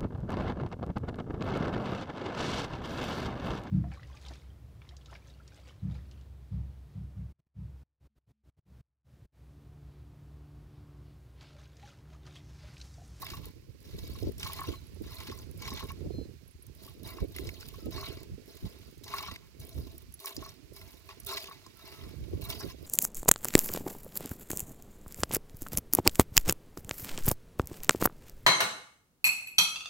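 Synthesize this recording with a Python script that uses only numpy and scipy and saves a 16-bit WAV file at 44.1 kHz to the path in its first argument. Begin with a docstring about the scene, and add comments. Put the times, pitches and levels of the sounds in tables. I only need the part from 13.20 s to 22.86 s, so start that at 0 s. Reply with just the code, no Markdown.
"""Open yard, hand milking: each squeeze sends a lumpy jet of milk into a metal pail.
The jet drums on the wall (ringing near 1.1 kHz), blows the air space and sprays into the foam;
fat drops knock, splats crack and ring as bubbles. Gusty wind buffets a phone's two microphone ports.
Glass bangles tick, birds whistle now and then, the yard hisses faintly."""
import sys
import numpy as np
from scipy import signal
from scipy.fft import rfft, irfft
from scipy.io import wavfile
from scipy.ndimage import uniform_filter1d

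SR = 44100
rng = np.random.default_rng(int(sys.argv[2]) if len(sys.argv) > 2 else 0)


def to_wav(s):
    """Save 16-bit WAV."""
    ch = np.atleast_2d(s).T  # columns
    pcm = np.round(np.clip(ch, -1, 1) * 32767)  # PCM
    wavfile.write(sys.argv[1], SR, pcm.astype(np.int16))


N = 426006

# treble bands of fine spatter and splat cracks: f/Hz, width/Hz, relative gain/dB
SPATTER_MODES = [(10400, 2850, -5.5), (11040, 1570, -6), (13360, 1200, -5), (13000, 5700, -7.5),
                 (14830, 580, 1)]


def undb(db):
    return 10 ** (np.asarray(db) / 20)


def unit(x):
    """Scale to rms 1."""
    return x / np.sqrt(np.mean(x ** 2))


def even(x, span_s):
    """Divide by the running rms to remove slow swells."""
    return x / np.sqrt(uniform_filter1d(x ** 2, int(span_s * SR)) + 1e-12)


def curves(table):
    """Interpolate columns over the first (t/s), one value a sample."""
    times_s, *columns = np.transpose(table)
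    return [np.interp(np.arange(N) / SR, times_s, column) for column in columns]


def add(out, start_s, sound):
    """Mix in a short sound."""
    i = int(start_s * SR)
    out[i:i + len(sound)] += sound[:N - i]


def ring(x, hz, width_hz):
    """Two-pole resonance, gain 1 at the centre."""
    return signal.lfilter(*signal.iirpeak(min(hz, .45 * SR), hz / width_hz, fs=SR), x)


def steep(x, hz, width_hz):
    """Two resonances in series, the second twice as wide."""
    return ring(ring(x, hz, width_hz), hz, 2 * width_hz)


def walk(rate_hz):
    """Random steps, smoothed twice; spread near 1."""
    hold = int(SR / rate_hz)
    steps = np.repeat(rng.standard_normal(N // hold + 1), hold)
    return 1.16 * uniform_filter1d(uniform_filter1d(steps, hold), hold)[:N]


def puffs(rate_hz, spread_db, tail_s):
    """Envelope of random puffs: quick starts, capped sizes, short tails; rms 1."""
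    size_db = spread_db * np.minimum(rng.exponential(size=N), 3.2)
    starts = (rng.random(N) < rate_hz / SR) * undb(size_db) ** 2
    power = signal.lfilter([1], [1, -np.exp(-1 / (tail_s * SR))], starts)
    power = uniform_filter1d(power, int(.36 * tail_s * SR) + 1)
    return unit(np.sqrt(np.maximum(power, 0)))


def burst(decay_s, rise_s):
    """Time axis and envelope of one impact, peak 1."""
    t = np.arange(int(.05 * SR)) / SR
    shape = np.exp(-t / decay_s) * (1 - np.exp(-t / rise_s))
    return t, shape / shape.max()


def ports(x, left_db, right_db, lag_s):
    """Place a sound at the two ports; the right hears it later."""
    hz = np.fft.rfftfreq(N, 1 / SR)
    left, right = x * np.ones((2, 1))
    delayed = irfft(rfft(right) * np.exp(-2j * np.pi * hz * lag_s), N)
    return np.array([undb(left_db) * left, undb(right_db) * delayed])


def port_noise(coherence):
    """White noise at both ports, a share of its power in common."""
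    common, left, right = rng.standard_normal((3, N))
    return np.sqrt(coherence) * common + np.sqrt(1 - coherence) * np.array([left, right])


def struck_modes(modes, lumps, rate_hz, spread_db, tail_s, drop_gain, coherence):
    """Resonances, each driven by the common lumps plus its own droplets; rms 1."""
    out = 0
    for hz, width_hz, db in modes:
        hits = lumps + drop_gain * puffs(rate_hz, spread_db, tail_s)
        out += undb(db) * steep(hits * port_noise(coherence), hz, width_hz)
    return unit(out)


def yard():
    """Smooth distant hiss, independent at each port."""
    spectrum = [(400, -37), (600, -17.5), (1020, -15), (2540, -9.5), (3340, -13), (4660, -10.5),
                (8330, -19), (11800, -19.5), (16000, -20)]  # hiss colour: f/Hz, relative density/dB
    swells = [(0, 4), (.3, -1), (.5, -6), (.7, 1.5), (2.3, 0.5), (2.95, 1), (3.35, -2.5), (3.7, -1),
              (5.2, 1), (5.5, 1), (6.3, -1), (7.45, -0.5), (8.5, 2), (9.66, 1)]  # hiss drift: t/s, relative level/dB
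    left_db, right_db = -89, -60.5
    hz, db = np.transpose(spectrum)
    bins_hz = np.maximum(np.fft.rfftfreq(N, 1 / SR), 1)
    colour = undb(np.interp(np.log(bins_hz), np.log(hz), db))
    swell_db, = curves(swells)
    out = []
    for port_db in (left_db, right_db):
        gain = undb(port_db + swell_db + .27 * walk(rate_hz=7.4))
        hiss = irfft(colour * rfft(rng.standard_normal(N)), N)
        out.append(gain * unit(hiss))
    return np.array(out)


def birds():
    """Near-sine whistles that the air makes waver, faded at both ends."""
    whistles = [
        [(1.49, 4100, -80), (1.558, 4090, -60), (1.6, 4020, -59)],
        [(2.9, 4150, -62), (2.94, 4170, -59.5), (3.04, 4115, -59), (3.08, 4000, -88)],
    ]  # high calls, one list each: t/s, f/Hz, level/dB
    far_calls = [
        [(4.585, 1340, -64), (4.62, 1320, -58)],
        [(4.63, 1295, -62), (4.685, 1260, -68)],
        [(8.55, 1370, -69), (8.63, 1295, -68)],
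        [(8.73, 1295, -60), (8.88, 1275, -73)],
    ]  # distant falling calls, one list each: t/s, f/Hz, level/dB
    waver_db, fade_s = 3, .015
    out, t = np.zeros(N), np.arange(N) / SR
    for call in whistles + far_calls:
        hz, db = curves(call)
        gate = np.clip(np.minimum(t - call[0][0], call[-1][0] - t) / fade_s, 0, 1)
        tone = np.sin(2 * np.pi * np.cumsum(hz) / SR)
        out += gate * undb(db + waver_db * walk(rate_hz=30)) * tone
    return out


def gusts():
    """Amplitudes of rumble and flutter: a breeze with bell-shaped buffets on top."""
    breeze = [(0.0, -49.5, -59), (.6, -55.5, -60), (.85, -40.5, -51), (1.53, -49.5, -60.5),
              (2.93, -43.5, -46), (3.33, -59.5, -67), (4.12, -47.5, -47), (4.4, -51, -57.5),
              (4.81, -45, -53), (5.2, -58, -55), (6.05, -52, -60), (6.3, -59, -64), (6.65, -47, -50),
              (6.95, -59.5, -72.5), (7.04, -75, -62), (7.13, -70, -64), (7.25, -50, -64), (7.42, -66, -58),
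              (7.75, -59, -62.5), (8.6, -62, -62), (9.05, -45, -51.5), (9.66, -50, -52.5)]  # steady wind: t/s, rumble/dB, flutter/dB
    buffets = [(0.161, -41, -50, 0.059), (0.252, -45.5, -51, 0.064), (.5, -46.5, -74, 0.017),
               (0.745, -35.5, -43.5, 0.024), (1.062, -30.5, -33, 0.057), (1.24, -43, -65, 0.036),
               (1.38, -48, -65, 0.034), (1.5, -37, -37.5, 0.045), (1.824, -41, -41, 0.058),
               (2.109, -53, -41, 0.034), (2.518, -37, -47, 0.017), (2.64, -47, -56, 0.018),
               (2.873, -39, -40, 0.066), (2.986, -41.5, -41, 0.094), (3.351, -46, -70, 0.018),
               (3.5, -43.5, -70, 0.028), (3.856, -49, -51, .06), (4.028, -31.5, -35.5, 0.028),
               (4.249, -37.5, -39.5, 0.068), (4.657, -43, -38.5, 0.063), (4.751, -39.5, -41, 0.028),
               (4.929, -44, -43, 0.054), (5.128, -37, -46.5, 0.039), (5.448, -31, -43.5, 0.026),
               (5.624, -51, -70.5, .04), (6.103, -45, -52.5, 0.047), (6.412, -40, -52, 0.032),
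               (6.595, -32.5, -47, 0.051), (6.89, -44.5, -67, 0.037), (7.189, -44, -42, 0.041),
               (6.982, -53, -73, 0.017), (7.447, -52, -64, 0.023), (7.516, -50.5, -63, 0.024),
               (7.627, -50, -52.5, 0.071), (8.053, -49, -54, 0.047), (8.16, -56, -49, 0.027),
               (8.846, -44.5, -47.5, 0.06), (9.01, -38.5, -57, 0.056), (9.15, -35, -34, 0.042),
               (9.26, -41, -57, 0.086), (9.453, -42.5, -43, 0.047)]  # blows on the ports: peak t/s, rumble/dB, flutter/dB, length/s
    t = np.arange(N) / SR
    power = undb(curves(breeze)) ** 2
    for peak_s, rumble_db, flutter_db, length_s in buffets:
        bell = np.exp(-(2 * (t - peak_s) / length_s) ** 2)
        power += undb([[rumble_db], [flutter_db]]) ** 2 * bell
    return np.sqrt(power)


def wind():
    """Eddies burst on each port separately: rumble and flutter; the left cavity rings more."""
    direction = [(0.0, -6.5), (0.51, -6), (1.13, -3.5), (1.58, -7.5), (4.44, -9.5), (6.86, -6.5),
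                 (7.53, -10.5), (9.66, -9)]  # side the wind comes from: t/s, left minus right/dB
    cavities_db, flutter_lean_db = (-2.5, -10), 1.8
    rumble_gain, flutter_gain = gusts()
    pan_db, = curves(direction)
    lowpass = signal.butter(4, 540, fs=SR, output="sos")
    rumble_noise, flutter_noise = port_noise(coherence=.05), port_noise(coherence=.05)
    out = []
    for port, side in enumerate((1, -1)):
        eddies = undb(4.5 * walk(rate_hz=35))
        rumble = ring(ring(rumble_noise[port], hz=50, width_hz=53), hz=90.6, width_hz=90)
        rumble = even(eddies * rumble, span_s=.09)
        pulses = flutter_noise[port] * puffs(rate_hz=70, spread_db=4.5, tail_s=.004)
        cavity = undb(cavities_db[port]) * unit(steep(pulses, hz=349.5, width_hz=144))
        flutter = unit(steep(pulses, hz=286, width_hz=220)) + cavity
        flutter = even(eddies * flutter, span_s=.15)
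        gust = rumble_gain * rumble + flutter_gain * undb(side * flutter_lean_db) * flutter
        out.append(signal.sosfilt(lowpass, gust * undb(side * pan_db / 2)))
    return np.array(out)


def bangles():
    """Thin glass rings touch: a close pair of short, high modes."""
    touches = [(1.6661, -58, 11300), (1.7444, -59, 11100), (3.2774, -57, 11400), (3.3094, -60, 10200),
               (3.4231, -52, 11300), (4.1624, -45, 11170), (6.9394, -44.5, 11200), (7.999, -48, 11340)]  # ticks: t/s, level/dB, f/Hz
    out = np.zeros(N)
    t, shape = burst(decay_s=.0052, rise_s=.00087)
    for start_s, db, hz in touches:
        phase = 2 * np.pi * hz * t
        add(out, start_s, undb(db) * shape * (np.sin(phase) + 1.1 * np.sin(.92 * phase)))
    return out


def jet():
    """Amplitudes of foam, wall, spatter and air space: each squeeze swells, sags, stops, drips out."""
    # teat squeezes: t/s, swell/s, length/s, foam level/dB, sag/dB, then re foam: wall/dB, spatter/dB, air/dB
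    squeezes = [(0.0, 0.023, 0.32, -50, 19.5, 0, -4, -3), (0.603, 0.28, 0.49, -56, 5.5, -5.5, -3, -5),
                (1.181, 0.053, 0.37, -48.5, 6.5, -1.5, -4.5, -4),
                (1.821, 0.099, 0.41, -52.5, 5.5, -1.5, -4.5, -3.5),
                (2.375, 0.083, 0.33, -48.5, 6.5, -1, -7.5, -5),
                (3.55, 0.093, 0.26, -59, 15.5, -5.5, -1.5, 2.5), (3.832, 0.029, 0.22, -54, 10, 2, -3.5, 4),
                (4.083, 0.078, 0.59, -57.5, 8.5, -4.5, -2, 0.5),
                (4.707, 0.057, 0.31, -45.5, 16, -0.5, -7, 2), (5.258, 0.034, 0.47, -61.5, 6.5, -3.5, -3, 0),
                (5.836, 0.12, 0.32, -46, 10.5, 1, -6.5, -2),
                (6.397, 0.024, 0.43, -58.5, 12, -3.5, 0.5, 4.5),
                (7, 0.085, 0.13, -46.5, 5.5, -1.5, -3, 0.5),
                (7.149, 0.016, 0.16, -57.5, 0.5, -1.5, -5.5, 5.5),
                (7.534, 0.036, 0.46, -59, 19, -1, 0, 3.5), (7.877, 0.014, 0.05, -63.5, -5.5, 4.5, -10, 7),
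                (8.063, 0.027, 0.12, -40.5, 2, -3, -7.5, -1.5), (8.198, 0.036, 0.048, -49.5, 3, -6, -6, 6),
                (8.272, 0.023, 0.062, -66, -1, 12, -1, 2), (8.569, 0.094, 0.71, -57, 21, 1.5, -2, 3.5),
                (9.211, 0.046, .31, -50, 6.5, -2.5, -2.5, 0.5),
                (9.295, 0.0089, 0.042, -36, 19.5, -1.5, -14, 1), (9.393, .01, 0.053, -40, 15.5, 1, -17, 1),
                (9.627, 0.033, .1, -59, -5, 3, -0.5, 7)]
    dribble = (-80.5, -0.5, -1, -3)  # constant floor: foam level/dB, then re foam: wall/dB, spatter/dB, air/dB
    onset_db = 13  # start, below the peak
    cut_db, cut_s, drip_db_per_s = 11, .014, 58  # the hand lets go, the last drops die away
    lead_db, lead_s = 18.5, .0083  # the first thin thread is all fine spatter
    t = np.arange(N) / SR
    floor_db, *offsets_db = dribble
    power = np.ones((4, N)) * undb(floor_db + np.array([0, *offsets_db]))[:, None] ** 2
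    for start_s, swell_s, length_s, level_db, sag_db, wall_db, spatter_db, air_db in squeezes:
        age_s = t - start_s
        corners_s = [0, swell_s, length_s, length_s + cut_s]
        db = level_db - np.interp(age_s, corners_s, [onset_db, 0, sag_db, sag_db + cut_db])
        db -= drip_db_per_s * np.maximum(age_s - length_s, 0)
        thread_db = lead_db * np.exp(-np.maximum(age_s, 0) / lead_s)
        layers_db = [db, db + wall_db - thread_db, db + spatter_db + thread_db, db + air_db]
        power += (age_s >= 0) * undb(layers_db) ** 2
    return np.sqrt(power)


def spatter(lumps):
    """The finest droplets crackle in the treble."""
    ticks = puffs(rate_hz=160, spread_db=6, tail_s=.0008)
    return struck_modes(SPATTER_MODES, .5 * lumps + ticks, rate_hz=150, spread_db=3.5, tail_s=.0015,
                        drop_gain=.6, coherence=.4)


def splats():
    """Single loud splats: a bubble rings briefly in a puff of splash, with a treble crack."""
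    impacts = [(.066, -41, 2100, -54), (.1015, -43, 4770, -63), (0.255, -57, 4240, -31.5),
               (.789, -47, 3800, -64), (1.0286, -50, 5000, -60), (1.119, -63, 1870, -39),
               (1.1802, -51, 5360, -38), (1.197, -43, 5400, -57), (1.23, -34, 2980, -58),
               (1.2745, -53, 2200, -28), (1.332, -48, 3860, -24), (2.0971, -45, 2030, -65),
               (2.188, -49, 5870, -68), (2.3117, -67, 6160, -39), (2.4533, -41, 2190, -57),
               (2.5044, -41, 3870, -53), (2.7175, -54, 2240, -36), (3.466, -63, 6140, -39),
               (3.8315, -66, 5130, -39), (4.1628, -40.5, 2020, -35), (4.1844, -38, 2040, -53),
               (4.27, -45, 5160, -58), (4.2905, -40, 2140, -66), (4.4076, -46.5, 5170, -64),
               (4.428, -49, 1470, -70), (4.486, -49, 3660, -32), (4.6574, -55, 2620, -40),
               (5.031, -55, 4350, -36.5), (5.7783, -65, 6230, -46), (5.8405, -46, 5140, -60),
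               (5.9377, -42, 2110, -56), (6.1596, -42, 2060, -68), (6.4007, -53, 5920, -40),
               (6.78, -69, 5770, -34), (6.923, -65, 6120, -42), (6.94, -56, 5830, -36),
               (6.992, -52, 3730, -51), (7.0575, -42, 5400, -20.5), (7.165, -38.5, 4770, -34),
               (7.2908, -47.5, 5500, -68), (7.614, -48, 2000, -66), (7.89, -46.5, 2400, -72),
               (8.001, -53, 5600, -40), (8.0331, -62, 6060, -51), (8.0476, -58, 4820, -35),
               (8.068, -45, 3780, -22.5), (8.2412, -43, 2460, -65), (8.4635, -50.5, 4900, -72),
               (9.1486, -64, 2100, -47), (9.2174, -52, 2490, -32), (9.3006, -37, 3460, -25.5),
               (9.406, -41, 5500, -52)]  # splats: t/s, bubble level/dB, bubble f/Hz, crack level/dB
    bubbles, snaps = np.zeros(N), np.zeros(N)
    t, shape = burst(decay_s=.003, rise_s=.0007)
    _, snap = burst(decay_s=.002, rise_s=.0002)
    for start_s, bubble_db, hz, crack_db in impacts:
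        rising_tone = np.sin(2 * np.pi * hz * t * (1 + 4 * t))
        splash = unit(ring(rng.standard_normal(len(t)), 1.2 * hz, .8 * hz))
        add(bubbles, start_s, undb(bubble_db) * shape * (rising_tone + .7 * splash))
        add(snaps, start_s, undb(crack_db) * snap)
    cracks = sum(undb(db) * steep(snaps * port_noise(coherence=.45), hz, width_hz)
                 for hz, width_hz, db in SPATTER_MODES)
    return bubbles, .78 * cracks


def foam(lumps):
    """Dense droplets spray into the foam."""
    modes = [(3090, 870, -0.5), (3554, 240, -1.5), (3830, 130, 6), (4040, 320, -0.5), (4240, 220, 3),
             (4580, 130, 1), (4816, 150, 3), (5190, 330, 0), (5625, 330, -2), (6270, 910, -6.5),
             (7140, 740, -12)]  # spray resonances: f/Hz, width/Hz, relative gain/dB
    return struck_modes(modes, lumps, rate_hz=50, spread_db=5, tail_s=.005, drop_gain=1.2, coherence=.5)


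def knocks():
    """Fat drops ring the pail for some cycles; a wet blow is never a pure tone."""
    drops = [(0.029, -34.5), (.135, -38), (1.259, -34), (1.298, -39), (1.391, -34), (1.414, -32.5),
             (1.439, -36.5), (1.537, -44), (.953, -50.5), (2.121, -41), (2.481, -38), (2.517, -39),
             (2.607, -39), (2.627, -37.5), (2.704, -39), (3.678, -51.5), (3.984, -42.5), (4.541, -46.5),
             (4.779, -38.5), (4.829, -40.5), (5.938, -27.5), (6.004, -36.5), (6.036, -39.5), (6.083, -35),
             (7.045, -40.5), (7.225, -39.5), (7.261, -43), (7.89, -44.5), (8.127, -34), (8.147, -42),
             (8.285, -42.5), (8.311, -40), (8.463, -49), (9.302, -48), (9.404, -47)]  # fat drops: t/s, level/dB
    centre_hz, scatter_hz = 1084, 23.8
    out = np.zeros(N)
    t, shape = burst(decay_s=.0087, rise_s=.00075)
    for start_s, db in drops:
        hz = centre_hz + scatter_hz * rng.standard_normal()
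        phase = 2 * np.pi * hz * t
        slosh = unit(steep(rng.standard_normal(len(t)), .94 * hz, .5 * hz))
        add(out, start_s, undb(db) * shape * (np.sin(phase) + .13 * np.sin(1.6 * phase) + .23 * slosh))
    return out


def pail(lumps, wall_gain, air_gain):
    """The jet drums on the metal wall and blows the air space."""
    wall_modes = [(868, 68, -8.5), (1038, 88, -5.5), (1121, 98, -10), (1364, 143, -12), (1677, 210, -15),
                  (2013, 130, -10), (2243, 83, -5), (2484, 89, -13.5), (2736, 62, -6), (3000, 170, -19)]  # wall resonances: f/Hz, width/Hz, relative gain/dB
    air_modes = [(394.7, 29.5, -8), (654.8, 56, -10)]  # air resonances: f/Hz, width/Hz, relative level/dB
    drum = struck_modes(wall_modes, lumps, rate_hz=40, spread_db=3.1, tail_s=.011,
                        drop_gain=1, coherence=.93)
    hollow = sum(undb(db) * unit(steep(port_noise(coherence=.95), hz, width_hz))
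                 for hz, width_hz, db in air_modes)
    return wall_gain * drum + uniform_filter1d(air_gain, int(.08 * SR)) * hollow


def scene():
    """Milk, bangles, birds, wind and yard at the two ports."""
    lag_s = .00015  # the pail is nearer the left port
    lumps = puffs(rate_hz=120, spread_db=5.5, tail_s=.0038)  # the jet arrives broken up
    foam_gain, wall_gain, spatter_gain, air_gain = jet()
    spray = foam_gain * foam(lumps)
    fine_spray = spatter_gain * spatter(lumps)
    bubbles, cracks = splats()
    body = pail(lumps, wall_gain, air_gain) + knocks()
    milking = (ports(body, left_db=1.2, right_db=-.6, lag_s=.75 * lag_s)
               + ports(spray + bubbles, left_db=1.8, right_db=3.5, lag_s=lag_s)
               + ports(fine_spray + cracks + bangles(), left_db=.3, right_db=5, lag_s=lag_s))
    return milking + ports(birds(), left_db=2.2, right_db=1.7, lag_s=.00003) + wind() + yard()


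def record(dry):
    """The phone cuts the lowest bass and the top."""
    bottom_hz, top_hz = 38, 15900
    highpass = signal.butter(2, bottom_hz, "high", fs=SR, output="sos")
    lowpass = signal.ellip(8, .2, 70, top_hz, fs=SR, output="sos")
    return signal.sosfilt(lowpass, signal.sosfilt(highpass, dry))


dry = scene()
out = record(dry)
to_wav(out)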